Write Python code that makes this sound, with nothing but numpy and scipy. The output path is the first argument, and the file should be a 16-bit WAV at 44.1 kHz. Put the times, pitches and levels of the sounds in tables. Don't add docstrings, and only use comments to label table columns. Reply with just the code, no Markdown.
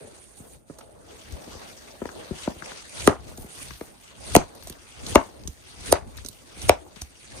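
import sys
import numpy as np
from scipy import signal
from scipy.fft import rfft, irfft, next_fast_len
from scipy.io import wavfile

SR = 44100
rng = np.random.default_rng(int(sys.argv[2]) if len(sys.argv) > 2 else 0)


def unload_audio(sound):
    columns = np.transpose(np.atleast_2d(sound))
    steps = np.round(np.clip(columns, -1, 1) * 32767)
    wavfile.write(sys.argv[1], SR, steps.astype(np.int16))


def field_ratio(decibels):
    return 10 ** (np.asarray(decibels, dtype=float) / 20)


N = 326340


def rms_one(x):
    return x / np.sqrt(np.mean(x ** 2) + 1e-20)


def at_hz(points, hz, column=1):
    points = np.array(points)
    return np.interp(np.log(hz), np.log(points[:, 0]), points[:, column])


def left_right(db):
    return np.array([[db], [-db]]) / 2


def drift(rate_hz):
    r = np.exp(-80 * np.pi * rate_hz / SR)
    slow = signal.lfilter([1], [1, -2 * r, r * r], rng.standard_normal(N // 40 + 2002))[2000:]
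    return np.interp(np.arange(N) / 40, np.arange(len(slow)), rms_one(slow))


def bands(white):
    edges_hz = 24 * 2 ** np.arange(0, 9.7, 0.4)
    for k, (low, high) in enumerate(zip(edges_hz, edges_hz[1:])):
        sos = signal.butter(3, [low, high], "band", fs=SR, output="sos")
        yield np.sqrt(low * high), signal.sosfilt(sos, white[k % 2])


def filtered(x, response):
    size = next_fast_len(x.shape[-1] + SR // 4)
    hz = np.maximum(np.arange(size // 2 + 1) * SR / size, 1)
    return irfft(rfft(x, size) * response(hz), size)[..., :x.shape[-1]]


def swells(t, starts, lengths, db, rise, fall):
    t = t[:, None]
    before_s = np.maximum(starts - t, 0)
    after_s = np.maximum(t - starts - lengths, 0)
    return np.sum(field_ratio(db - rise * before_s - fall * after_s) ** 2, axis=1)


# Rumble, leather, sleeve, swish and dry rubbing at rest, in dB.
QUIET_DB = [-58, -60, -63.5, -67.5, -74.5]
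RESTLESS_SHARE = [0.32, 0.39, 1.39, 0.5, 0.96]
# time in seconds,
# level in dB.
RESTLESS = [(0, 0.5), (.55, 1.7), (.585, -7), (.655, -9), (.69, 1.5), (1.04, -0.5), (1.15, 9), (2.9, 3.5),
            (3.55, -5), (3.88, 5), (3.94, -1), (4.4, 5.5), (5.3, 3), (5.7, 5), (6.05, -2), (6.4, 6.5),
            (6.85, 1), (7.4, -4)]
# start in seconds, length in seconds, level in dB.
JOLTS = [(0, 0.018, -46), (0.561, 0.017, -54.5), (1.322, 0.014, -40.5), (1.52, .02, -48), (2.162, .02, -50),
         (2.375, 0.32, -56), (3.207, 0.2, -44), (3.598, 0.12, -47), (4.186, 0.072, -50),
         (4.652, 0.025, -46.5), (5.027, 0.016, -41), (5.42, .02, -42), (5.78, 0.041, -47),
         (6.02, 0.057, -42.5), (6.178, 0.07, -44.5), (7.015, 0.024, -57.5), (7.323, 0.024, -50)]
# start in seconds, length in seconds, level in dB.
FLEXES = [(0, 0.088, -46.5), (0.446, 0.017, -48.5), (0.805, 0.16, -50.5), (1.104, .06, -49),
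          (1.364, 0.28, -44.5), (1.81, 0.35, -50.5), (2.172, 0.014, -38), (2.299, 0.026, -45.5),
          (2.477, 0.037, -45), (2.667, 0.054, -44.5), (3.281, 0.011, -46.5), (3.403, 0.046, -48),
          (3.6, 0.018, -48), (3.85, .045, -51), (4.25, .015, -46), (4.533, 0.018, -46), (4.735, .02, -53),
          (5.06, 0.023, -49), (5.25, 0.11, -47), (6.07, 0.014, -46.5), (6.286, 0.25, -58.5),
          (6.841, 0.024, -49.5)]
# start in seconds, length in seconds, level in dB, swish over sleeve in dB.
BRUSHES = [(0, 0.23, -58.5, -1.5), (0.38, 0.012, -63.5, 8), (0.46, .065, -66, 8), (0.15, .1, -68, 9),
           (1.13, 0.38, -56.5, -22), (1.52, 0.15, -47, -27), (1.864, 0.026, -51, -15),
           (2.202, 0.029, -49, -32), (2.399, 0.041, -41.5, -11), (2.698, .1, -42, -14),
           (2.922, .07, -58, 6.5), (3.298, 0.012, -50.5, -13.5), (3.584, 0.034, -43.5, -3.5),
           (3.704, 0.021, -46, -21), (4.069, 0.014, -50.5, -17), (4.235, 0.054, -64.5, 5.5),
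           (4.67, .02, -52.5, -10), (4.905, 0.056, -50, -14.5), (5.054, 0.026, -52, -25),
           (5.216, 0.014, -49.5, -8.5), (5.69, 0.027, -50.5, -11), (6.192, 0.014, -50.5, -24.5),
           (6.28, 0.018, -64.5, -1), (6.546, 0.023, -53.5, -30), (6.994, 0.014, -52, -25),
           (7.22, 0.037, -52, -8.5)]
# start in seconds, length in seconds, level in dB.
SLIDES = [(.4, 0.14, -63), (1.3, 0.49, -64.5), (1.8, 0.94, -67.5), (2.4, .15, -65), (3.29, 0.014, -61),
          (3.396, 0.029, -52), (3.577, 0.28, -56.5), (4.02, .022, -65), (4.64, 0.081, -62),
          (5.23, .04, -64), (6.09, .02, -68), (5.489, 0.025, -59.5), (6.162, .01, -69), (6.268, .012, -65),
          (6.293, .01, -63), (6.345, 0.028, -62), (6.85, 0.035, -71), (7.026, .02, -63)]
# rise in dB per s, fall in dB per s.
SLOPES = [(230, 249), (110, 106.5), (91, 102.5), (198.6, 200)]
# rise in dB per s, fall in dB per s.
SWISH_SLOPES = (110, 180)
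# start in seconds, length in seconds, strength in dB.
THROWS = [(2.979, 0.09, 1.5), (4.286, 0.062, -0.5), (5.092, 0.025, 1), (5.863, 0.035, -0.2),
          (6.634, 0.025, -1.5), (7.393, 0.047, -2)]
# peak in dB, rise in dB per s, fall in dB per s, share of the swing held.
THROW_STIRS = [
    (-30.5, 205, 203.5, .05),
    (-43.5, 98, 117.5, 1),
    (-39, 119, 191.5, 0.8),
    (-44.5, 185, 258.5, 0.88),
    (-55.5, 175.5, 198, .2),
]


def movement():
    t = np.arange(0, N / SR + 0.01, 0.005)
    rest_db = np.interp(t, *np.transpose(RESTLESS))
    throw_s, throw_length, throw_db = np.transpose(THROWS)
    brush_s, brush_length, brush_db, swish_db = np.transpose(BRUSHES)
    gestures = [swells(t, *np.transpose(JOLTS), *SLOPES[0]),
                swells(t, *np.transpose(FLEXES), *SLOPES[1]),
                swells(t, brush_s, brush_length, brush_db, *SLOPES[2]),
                swells(t, brush_s, brush_length, brush_db + swish_db, *SWISH_SLOPES),
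                swells(t, *np.transpose(SLIDES), *SLOPES[3])]
    powers = []
    for quiet, share, gesture, stir in zip(QUIET_DB, RESTLESS_SHARE, gestures, THROW_STIRS):
        peak, rise, fall, held = stir
        swing = swells(t, throw_s + throw_length * (1 - held), throw_length * held, throw_db + peak, rise, fall)
        powers.append(field_ratio(quiet + share * rest_db) ** 2 + gesture + swing)
    return t, 10 * np.log10(powers)


LAYER_EDGES_HZ = [170, 1100, 7400]
LAYER_CENTRES_HZ = [80, 550, 720, 2100, 6300, 8400]
# frequency in Hz, level in dB per Hz.
RUSTLE = [(15, -40), (25, -10.5), (64, -1.5), (137, -10.5), (301, -11.5), (640, -13), (900, -17),
          (1400, -14.5), (2300, -12), (4600, -14.5), (6560, -12.5), (9000, -18.5), (11000, -15.5),
          (13000, -66.5), (16000, -63.5)]
# frequency in Hz, left-right likeness.
RUSTLE_LIKENESS = [(60, 0.086), (180, 0.068), (550, -0.076), (1650, -0.23), (4970, -0.02), (15000, 0.62)]
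# frequency in Hz, left-right difference in dB.
RUSTLE_BALANCE = [(60, 2.5), (180, -0.5), (550, 0.5), (1650, -1), (4970, 6.5), (15000, -23.5)]


def rustle(patchy_db, grain_db):
    s, levels = movement()
    together = drift(22)
    grain = field_ratio(grain_db * drift(140))
    parts, power = [], np.zeros(4)
    for hz, (mid, side) in bands(rng.standard_normal((2, 2, N))):
        alike = np.clip(at_hz(RUSTLE_LIKENESS, hz), -1, 1)
        pair = np.sqrt(1 + alike) * mid + np.sqrt(1 - alike) * side * [[1], [-1]]
        gain = field_ratio(at_hz(RUSTLE, hz) + patchy_db * (0.32 * together + drift(15)))
        part = gain * field_ratio(left_right(at_hz(RUSTLE_BALANCE, hz))) * pair
        if hz > 1500:
            part = part * grain
        parts.append((hz, part))
        power[np.searchsorted(LAYER_EDGES_HZ, hz)] += np.mean(part ** 2)
    levels = np.transpose(levels[:4]) - 10 * np.log10(power) + 0.17
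    layer_shares = np.eye(4)[:, [0, 1, 1, 2, 2, 3]]
    out = 0
    for hz, part in parts:
        weights = [np.interp(np.log(hz), np.log(LAYER_CENTRES_HZ), share) for share in layer_shares]
        out = out + field_ratio(np.interp(np.arange(N) / SR, s, levels @ weights)) * part
    return out


# frequency in Hz, level in dB.
RUBBING_COLOUR = [(3000, -19.5), (6000, -8.5), (10000, -1.5), (13000, -2), (15500, -1.5), (17000, -7)]


def rubbing(grain_db):
    s, (*_, db) = movement()
    mid, side = rng.standard_normal((2, N))
    hiss = filtered(mid + 0.5 * side * [[1], [-1]], lambda hz: field_ratio(at_hz(RUBBING_COLOUR, hz)))
    return field_ratio(np.interp(np.arange(N) / SR, s, db) + 1.5 + grain_db * drift(60)) * rms_one(hiss)


THUMP_HZ, THUMP_T60_S = 72.1, 0.067


def knocks(table, pocket, stiff, knock_db, upper_db, thump_db, ring, contact_s, settle, soft_hz):
    out, t = np.zeros((2, N + SR)), np.arange(SR // 8) / SR
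    chances = rng.random((len(table), 2))
    soft = signal.butter(2, min(soft_hz, 0.45 * SR), fs=SR, output="sos")
    for (s, knock, pitch_hz, upper, thump, pan), (late, share) in zip(table, chances):
        modes = [(pitch_hz * m, left, right, t60) for m, left, right, t60 in pocket]
        modes += [(hz, left + upper + upper_db, right + upper + upper_db, t60) for hz, left, right, t60 in stiff]
        body = sum(field_ratio(np.array([[left], [right]]) - 60 * t / (t60 * ring)) * np.sin(2 * np.pi * hz * t)
                   for hz, left, right, t60 in modes)
        body = body * (1 - np.exp(-t / contact_s))
        settle_lag = round((0.00221 + 0.006 * late) * SR)
        body = body + settle * (share - 0.5) * np.roll(body, settle_lag, axis=1)
        body = signal.sosfilt(signal.butter(3, 0.52 * pitch_hz, "high", fs=SR, output="sos"), body)
        body = signal.sosfilt(soft, body)
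        push = field_ratio(thump + thump_db - 60 * t / THUMP_T60_S) * np.sin(2 * np.pi * THUMP_HZ * t)
        at = round(s * SR)
        out[:, at:at + len(t)] += field_ratio(left_right(pan)) * (field_ratio(knock + knock_db) * body + push)
    return out[:, :N]


# multiple of the pocket pitch, left in dB, right in dB, t60 in seconds.
POCKET = [(1.0, 5.5, 4.5, 0.014), (.64, -10, -9.5, 0.026), (1.55, -5.5, -6.5, 0.018)]
# frequency in Hz, left in dB, right in dB, t60 in seconds.
UPPER = [(905, 1.5, -3.5, 0.017), (1250, -2, 1, 0.015), (1670, -7.5, -9.5, 0.023),
         (2175, -18.5, -12, 0.013)]
# time in seconds, knock in dB, knock in Hz, upper modes in dB, left-right in dB.
KNOCKS = [(0.046, -40, 348, -12, 9), (0.4, -37.5, 207, -19, -3), (0.697, -29, 310, -9, -6),
          (0.787, -40, 614, 1, -11), (0.811, -43.5, 690, 0, -8), (1.365, -45, 258, -11, 3.5),
          (1.474, -35.5, 191, -30, 4), (2.017, -18.5, 362, -8, 4.5), (2.054, -20, 480, -8, 3.5),
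          (2.089, -37.5, 347, 3, -5), (2.475, -12, 372, -8.5, 1), (2.622, -36.5, 223, -1, 3),
          (2.717, -41.5, 227, 7, -10), (3.315, -37, 580, -16, 5), (3.811, -21.5, 410, -14, 1.5),
          (4.553, -41, 590, -8, 6), (4.67, -32.5, 634, -23, -4), (6.569, -39, 274, -25, -7),
          (6.964, -44, 151, -8, 18.5)]


def touches():
    table = [(s, db, hz, upper, db - 19, pan) for s, db, hz, upper, pan in KNOCKS]
    return knocks(table, POCKET, UPPER, knock_db=4, upper_db=2, thump_db=1, ring=0.63,
                  contact_s=0.0006, settle=1.64, soft_hz=1195)


# time in seconds, level in dB, frequency in Hz, t60 in seconds, left-right in dB.
STRUCK = [(3.0748, -1, 1200, 0.02, 2), (3.075, -11, 1049, 0.026, 15), (3.0748, -11, 2025, 0.014, 1.5),
          (3.075, -22.5, 1560, .012, 0), (4.3515, -7, 2180, 0.012, -5), (4.3513, -7, 2470, .009, -10),
          (4.3515, -14.5, 1500, 0.0064, -3), (4.3635, -2, 990, 0.014, 1.5), (4.3635, -10.5, 2230, .007, -6),
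          (4.3635, -8, 1310, 0.012, -2), (5.156, 2.5, 1056, 0.015, 9), (5.16, -2.5, 900, .012, 5.5),
          (5.1565, -2, 2200, 0.012, 4.5), (5.156, -8, 2800, 0.011, 2.5), (5.181, -17, 900, 0.011, 0),
          (5.9247, -11, 875, 0.0078, 7), (5.9247, -13, 1295, 0.0052, 2), (5.9247, -22, 2434, .008, -3),
          (5.926, -22, 1793, .01, -8), (6.6938, -8, 1250, 0.011, 0), (6.6938, -6.5, 2430, 0.0093, -11),
          (6.698, -11.5, 880, 0.0116, 7), (6.716, -21, 1600, 0.0099, 0.5), (6.705, -24.5, 1400, 0.013, 1),
          (5.928, -14.5, 1250, .014, 0.5), (3.085, -21, 680, 0.017, -2.5), (4.376, -27.5, 1000, .015, 0.5),
          (2.476, -19.5, 780, .015, 2), (2.7185, -39, 1500, .006, 0), (2.4, -38, 1100, .008, 4),
          (7.018, -32.5, 720, .015, 0), (0.806, -46, 1350, .06, -3), (0.806, -49, 1080, .05, -3),
          (0.075, -43, 600, .03, 3), (3.38, -34, 700, .02, 3), (6.6986, -10, 620, .016, 8),
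          (3.081, -11, 640, .014, 9), (5.9298, -14, 640, .009, 5), (4.352, -8, 2700, .008, -4),
          (3.119, -27, 950, .02, 0), (3.6, -42, 1100, .05, 0), (5.1632, -7, 660, .016, 6),
          (2.314, -33, 380, .08, 5), (3.811, -34, 1200, .012, 0)]


def struck(contact_s):
    out, t = np.zeros((2, N)), np.arange(SR // 20) / SR
    for s, db, hz, t60, pan in STRUCK:
        ring = field_ratio(db + left_right(pan) - 60 * t / t60) * np.sin(2 * np.pi * hz * t)
        at = round(s * SR)
        out[:, at:at + len(t)] += (1 - np.exp(-t / contact_s)) * ring
    return out


# frequency in Hz, width in Hz, left in dB, right in dB.
SQUEEZE = [(6200, 4700, -9, -13), (9420, 110, -10.5, 4)]


def cracks(table, spectrum, level_db, lead_db, lead_s, fall_s, peak_db):
    out, lead = np.zeros((2, N + SR)), SR // 40
    t = (np.arange(SR // 16) - lead) / SR
    air = rng.standard_normal((len(table), 3, len(t)))
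    swell = (t < 0) * np.exp(np.minimum(t, 0) / lead_s)
    fall = (t >= 0) * np.exp(-np.maximum(t, 0) / fall_s)

    def whistle(hz):
        return sum(field_ratio(np.array([[left], [right]]) + lead_db) / (1 + (2 * (hz - centre) / width) ** 2)
                   for centre, width, left, right in SQUEEZE)

    for (s, db, loudest_hz, pan, bright), noise in zip(table, air):
        def colour(hz):
            sides = np.array([at_hz(spectrum, hz), at_hz(spectrum, hz, column=2)])
            tilt = bright * np.log2(hz / 4000)
            peak = peak_db * np.exp(-(np.log(hz / loudest_hz) / 0.36) ** 2)
            return field_ratio(sides + tilt + peak - 40 * (hz < 900))
        pair = noise[0] + 0.5 * noise[1:]
        burst = filtered(fall * pair, colour) + filtered(swell * pair, whistle)
        at = round(s * SR) - lead
        out[:, at:at + len(t)] += field_ratio(db + level_db + left_right(pan)) * burst
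    return out[:, :N]


def tilted(table):
    return [(*row, 2.5 * np.log2(row[2] / 6000)) for row in table]


# frequency in Hz, left in dB, right in dB.
CRACK = [(1200, 0, -6.5), (2130, -3.5, -19), (3900, -5, 2), (6400, 0, -2), (8200, -19, -6.5),
         (12300, -11.5, -11), (16260, -16, -17)]
# time in seconds, level in dB, loudest frequency in Hz, left-right in dB.
SCUFFS = [(0.37, -55, 9200, -3), (0.786, -47, 8800, -5), (0.808, -53, 3000, 0), (2.998, -36, 5500, 0),
          (3.005, -40, 4400, -3), (4.55, -49, 9800, -1), (4.634, -47, 13000, 0), (4.68, -44, 9000, 0),
          (4.722, -51, 11000, 0), (6.19, -50, 4500, 5), (6.265, -47, 10000, -3), (2.092, -46, 1540, 5),
          (2.155, -51.5, 1000, 0), (3.82, -53, 2500, 0), (3.735, -48, 4800, 0), (5.066, -39, 6500, -6.5),
          (6.963, -49, 2900, 11), (6.625, -44, 8900, -6.5), (3.42, -51, 10800, 0), (7.025, -51, 9500, -3)]


def scuffs():
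    return cracks(tilted(SCUFFS), CRACK, level_db=4.5, lead_db=-27, lead_s=0.003, fall_s=0.009, peak_db=8)


# time in seconds, level in dB, loudest frequency in Hz, left-right in dB.
TICKS = [(0.7877, -47, 9300, -3), (0.81, -47, 2840, 0), (1.3229, -42, 8050, -3), (2.0555, -38, 1800, 4),
         (2.0899, -43, 1550, 9), (2.475, -47, 1540, 12), (2.6228, -39.5, 1520, 11.5),
         (2.718, -35, 1530, -2), (3.375, -38.5, 8900, 1), (3.707, -39.5, 1710, 10), (3.8097, -37, 2000, 0),
         (4.078, -51, 5000, 0), (4.6247, -44, 4060, 14), (4.672, -34.5, 8200, 0), (4.698, -32.5, 10200, 0),
         (4.725, -48, 3910, -8), (4.8678, -49, 1990, -1.5), (5.065, -32, 4410, 1), (5.436, -49, 4340, 13),
         (5.475, -29, 7340, -5), (6.17, -42, 10900, -2), (6.1758, -39, 4420, 8), (6.1846, -44.5, 1610, 10),
         (6.2477, -36, 6400, -7), (6.2614, -36, 6960, -12), (6.2861, -34, 10700, -7.5),
         (6.6175, -34.5, 5500, -3), (6.9604, -49, 3860, 18), (7.014, -46, 6650, -11),
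         (7.0175, -28.5, 7750, 3.5)]


def ticks():
    return cracks(tilted(TICKS), CRACK, level_db=4.5, lead_db=-26, lead_s=0.001, fall_s=0.003, peak_db=9.5)


# time in seconds, knock in dB, knock in Hz, thump over knock in dB, left-right in dB.
DROPS = [(1.323, -46.5, 204, 21, 12), (1.55, -32.5, 466, -1.5, 6), (2.308, -19.5, 224, -7, 8.5),
         (2.559, -37, 327, 0, 4), (3.381, -31, 215, -3, 5), (3.442, -32, 233, -4.5, 0),
         (3.707, -42, 163, -14, 20), (4.699, -31, 228, -6, -0.5), (5.035, -43.5, 172, -12, -15.5),
         (5.067, -32, 269, -5, 1.5), (5.451, -40.5, 180, 10, 18), (5.478, -32, 155, 7.5, -6),
         (6.17, -48, 162, 11.5, 20), (6.248, -32.5, 323, -11, 3.5), (6.284, -45, 180, 5, 4),
         (6.864, -40, 843, -6, 10), (7.016, -37.5, 190.6, 12, -2.5)]


def drops():
    table = [(s, db, hz, -16, db + thump, pan) for s, db, hz, thump, pan in DROPS]
    return knocks(table, POCKET, UPPER, knock_db=3, upper_db=-1.5, thump_db=0, ring=0.95,
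                  contact_s=0.0011, settle=1.8, soft_hz=900)


# frequency in Hz, left in dB, right in dB.
POP = [(1200, -9, 4.5), (2300, 4.5, -5), (3970, -11, -1), (6400, -2, -8), (8800, -23.5, -7),
       (12300, -12.5, -13.5), (16500, -17, -19.5)]
# time in seconds, level in dB, loudest frequency in Hz, left-right in dB, brightness in dB per octave.
CRACKS = [(3.0745, -7, 4280, -4, -1.5), (4.3515, -10.5, 8860, 1, 4.5), (4.3635, -2, 2390, 1, 1.5),
          (5.156, -6.5, 5600, 3, 0.5), (5.9248, -4.5, 6200, -2, 2.5), (6.694, -4.5, 8800, -2.5, 2)]


def pops():
    return cracks(CRACKS, POP, level_db=6.5, lead_db=-5, lead_s=0.005, fall_s=0.0012, peak_db=2)


# multiple of the pocket pitch, left in dB, right in dB, t60 in seconds.
DEEP_POCKET = [(0.94, 5.5, 4.5, 0.016), (.64, -13.5, -9, 0.03)]
# time in seconds, pocket in dB, pocket in Hz, thump over pocket in dB, left-right in dB.
CATCHES = [(3.066, -28.5, 328, -9.5, -1), (3.0756, -4.5, 398.4, -29, 4.5), (3.083, -18.5, 399, -25, 1.5),
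           (3.09, -23.5, 333, -18.5, 2), (4.345, -34.5, 329, 4, -5.5), (4.3517, -3.5, 690, -26, 7.5),
           (4.357, -10.5, 281, -10.5, 2.5), (4.3573, -11.5, 620, -21, 1), (4.364, -6, 380, -19, -0.5),
           (5.15, -18, 792, -28.5, -0.5), (5.1559, -4, 428, -19, 3), (5.16, -8, 680, -22, 5.5),
           (5.914, -29, 454, -18, -2), (5.9253, -5.5, 600, -25.5, 2.5), (5.938, -26, 866, -19.5, 7),
           (6.685, -30, 495, -4.5, 0), (6.6945, -3, 635, -22.5, 1), (6.705, -23.5, 794, -16, 7)]


def catches():
    table = [(s, db, hz, 0, db + thump, pan) for s, db, hz, thump, pan in CATCHES]
    return knocks(table, DEEP_POCKET, [], knock_db=12.5, upper_db=0, thump_db=10.5, ring=0.58,
                  contact_s=0.00097, settle=0, soft_hz=6000)


# time in seconds, level in dB, loudest frequency in Hz.
SHUDDERS = [(3.082, -20, 600), (4.371, -27, 700), (5.165, -27, 700), (5.934, -28.5, 900),
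            (6.702, -30, 1050)]
SHUDDER_T60_S, SHUDDER_OCTAVES, SHUDDER_GRAIN_DB = 0.2, 1.35, 4.5


def shudders():
    out, t = np.zeros((2, N)), np.arange(SR // 4) / SR
    for s, db, loudest_hz in SHUDDERS:
        noise = rng.standard_normal((3, len(t))) * field_ratio(SHUDDER_GRAIN_DB * drift(90)[:len(t)])
        pair = noise[0] + 1.1 * noise[1:]
        grains = rms_one(filtered(pair, lambda hz: np.exp(-(np.log2(hz / loudest_hz) / SHUDDER_OCTAVES) ** 2)))
        at = round(s * SR)
        out[:, at:at + len(t)] += field_ratio(db - 60 * t / SHUDDER_T60_S) * np.minimum(t / 0.002, 1) * grains
    return out


RIGHT_LAG_S, LAG_FADES_HZ = 0.00012, 5300
SHADOW_LAG_S, SHADOW_HZ = 0.00015, 620


def right_lag(hz):
    direct_s = RIGHT_LAG_S / (1 + (hz / LAG_FADES_HZ) ** 4)
    shadow_s = SHADOW_LAG_S * np.exp(-(np.log2(hz / SHADOW_HZ) / 0.6) ** 2)
    return np.exp(-2j * np.pi * hz * (direct_s + shadow_s))


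# frequency in Hz, level in dB, t60 in seconds.
ROOM = [(60.3, -39.5, 0.36), (159, -17, 0.12), (408, -26, 0.16), (1000, -22.5, 0.19), (2150, -30.5, 0.21),
        (3700, -25, 0.16), (7900, -28.5, 0.18), (15000, -59, 0.22)]
# delay in seconds, level in dB.
WALL_ECHO = (0.02, -36)


def workshop(x):
    t, out, step = np.arange(SR // 3) / SR, np.zeros((2, N + SR)), N // 10
    echo = sum(field_ratio(at_hz(ROOM, hz) - 60 * t / at_hz(ROOM, hz, column=2)) * band
               for hz, band in bands(rng.standard_normal((2, 10, 2, len(t)))))
    echo = echo * np.clip((t - 0.005) / 0.002, 0, 1) * field_ratio(-13)
    echo[..., round(WALL_ECHO[0] * SR)] += field_ratio(WALL_ECHO[1])
    for at, paths in zip(range(0, N, step), echo):
        out[:, at:at + step + len(t) - 1] += signal.fftconvolve(x[:, at:at + step], paths, axes=1)
    return out[:, :N]


def scene():
    hits = touches() + struck(contact_s=0.00033) + scuffs() + ticks() + drops() + pops() + catches()
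    hits[1] = filtered(hits[1], right_lag)
    friction = rustle(patchy_db=2.5, grain_db=-1.5) + rubbing(grain_db=1.5)
    return hits + workshop(hits) + shudders() + friction


# frequency in Hz, width in Hz, level in dB.
PORTS = [(5220, 130, -10), (7420, 270, -11.5), (8880, 850, 7), (9600, 160, -4), (9770, 440, 0.5)]
BASS_CUT_HZ = 40
SMEAR_CYCLES = 0.85


def microphones(hz):
    colour_db = sum(db / (1 + (2 * (hz - centre) / width) ** 2) for centre, width, db in PORTS)
    bass_cut = 1 / np.sqrt(1 + (BASS_CUT_HZ / hz) ** 6)
    return field_ratio(colour_db) * bass_cut * np.exp(-2j * np.pi * SMEAR_CYCLES * np.log(hz + 10))


def low_pass(x):
    return signal.sosfilt(signal.butter(12, 16480, fs=SR, output="sos"), x)


KNEE, CUTOFF_HZ = 16, 16450


def record(dry):
    x = filtered(dry, microphones)
    x = x / (1 + np.abs(x) ** KNEE) ** (1 / KNEE)
    x = signal.sosfilt(signal.cheby2(10, 60, CUTOFF_HZ, fs=SR, output="sos"), x)
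    mix = np.clip(x * field_ratio(0.2), -1, 1)
    return low_pass(mix)


dry = scene()
out = record(dry)
unload_audio(out)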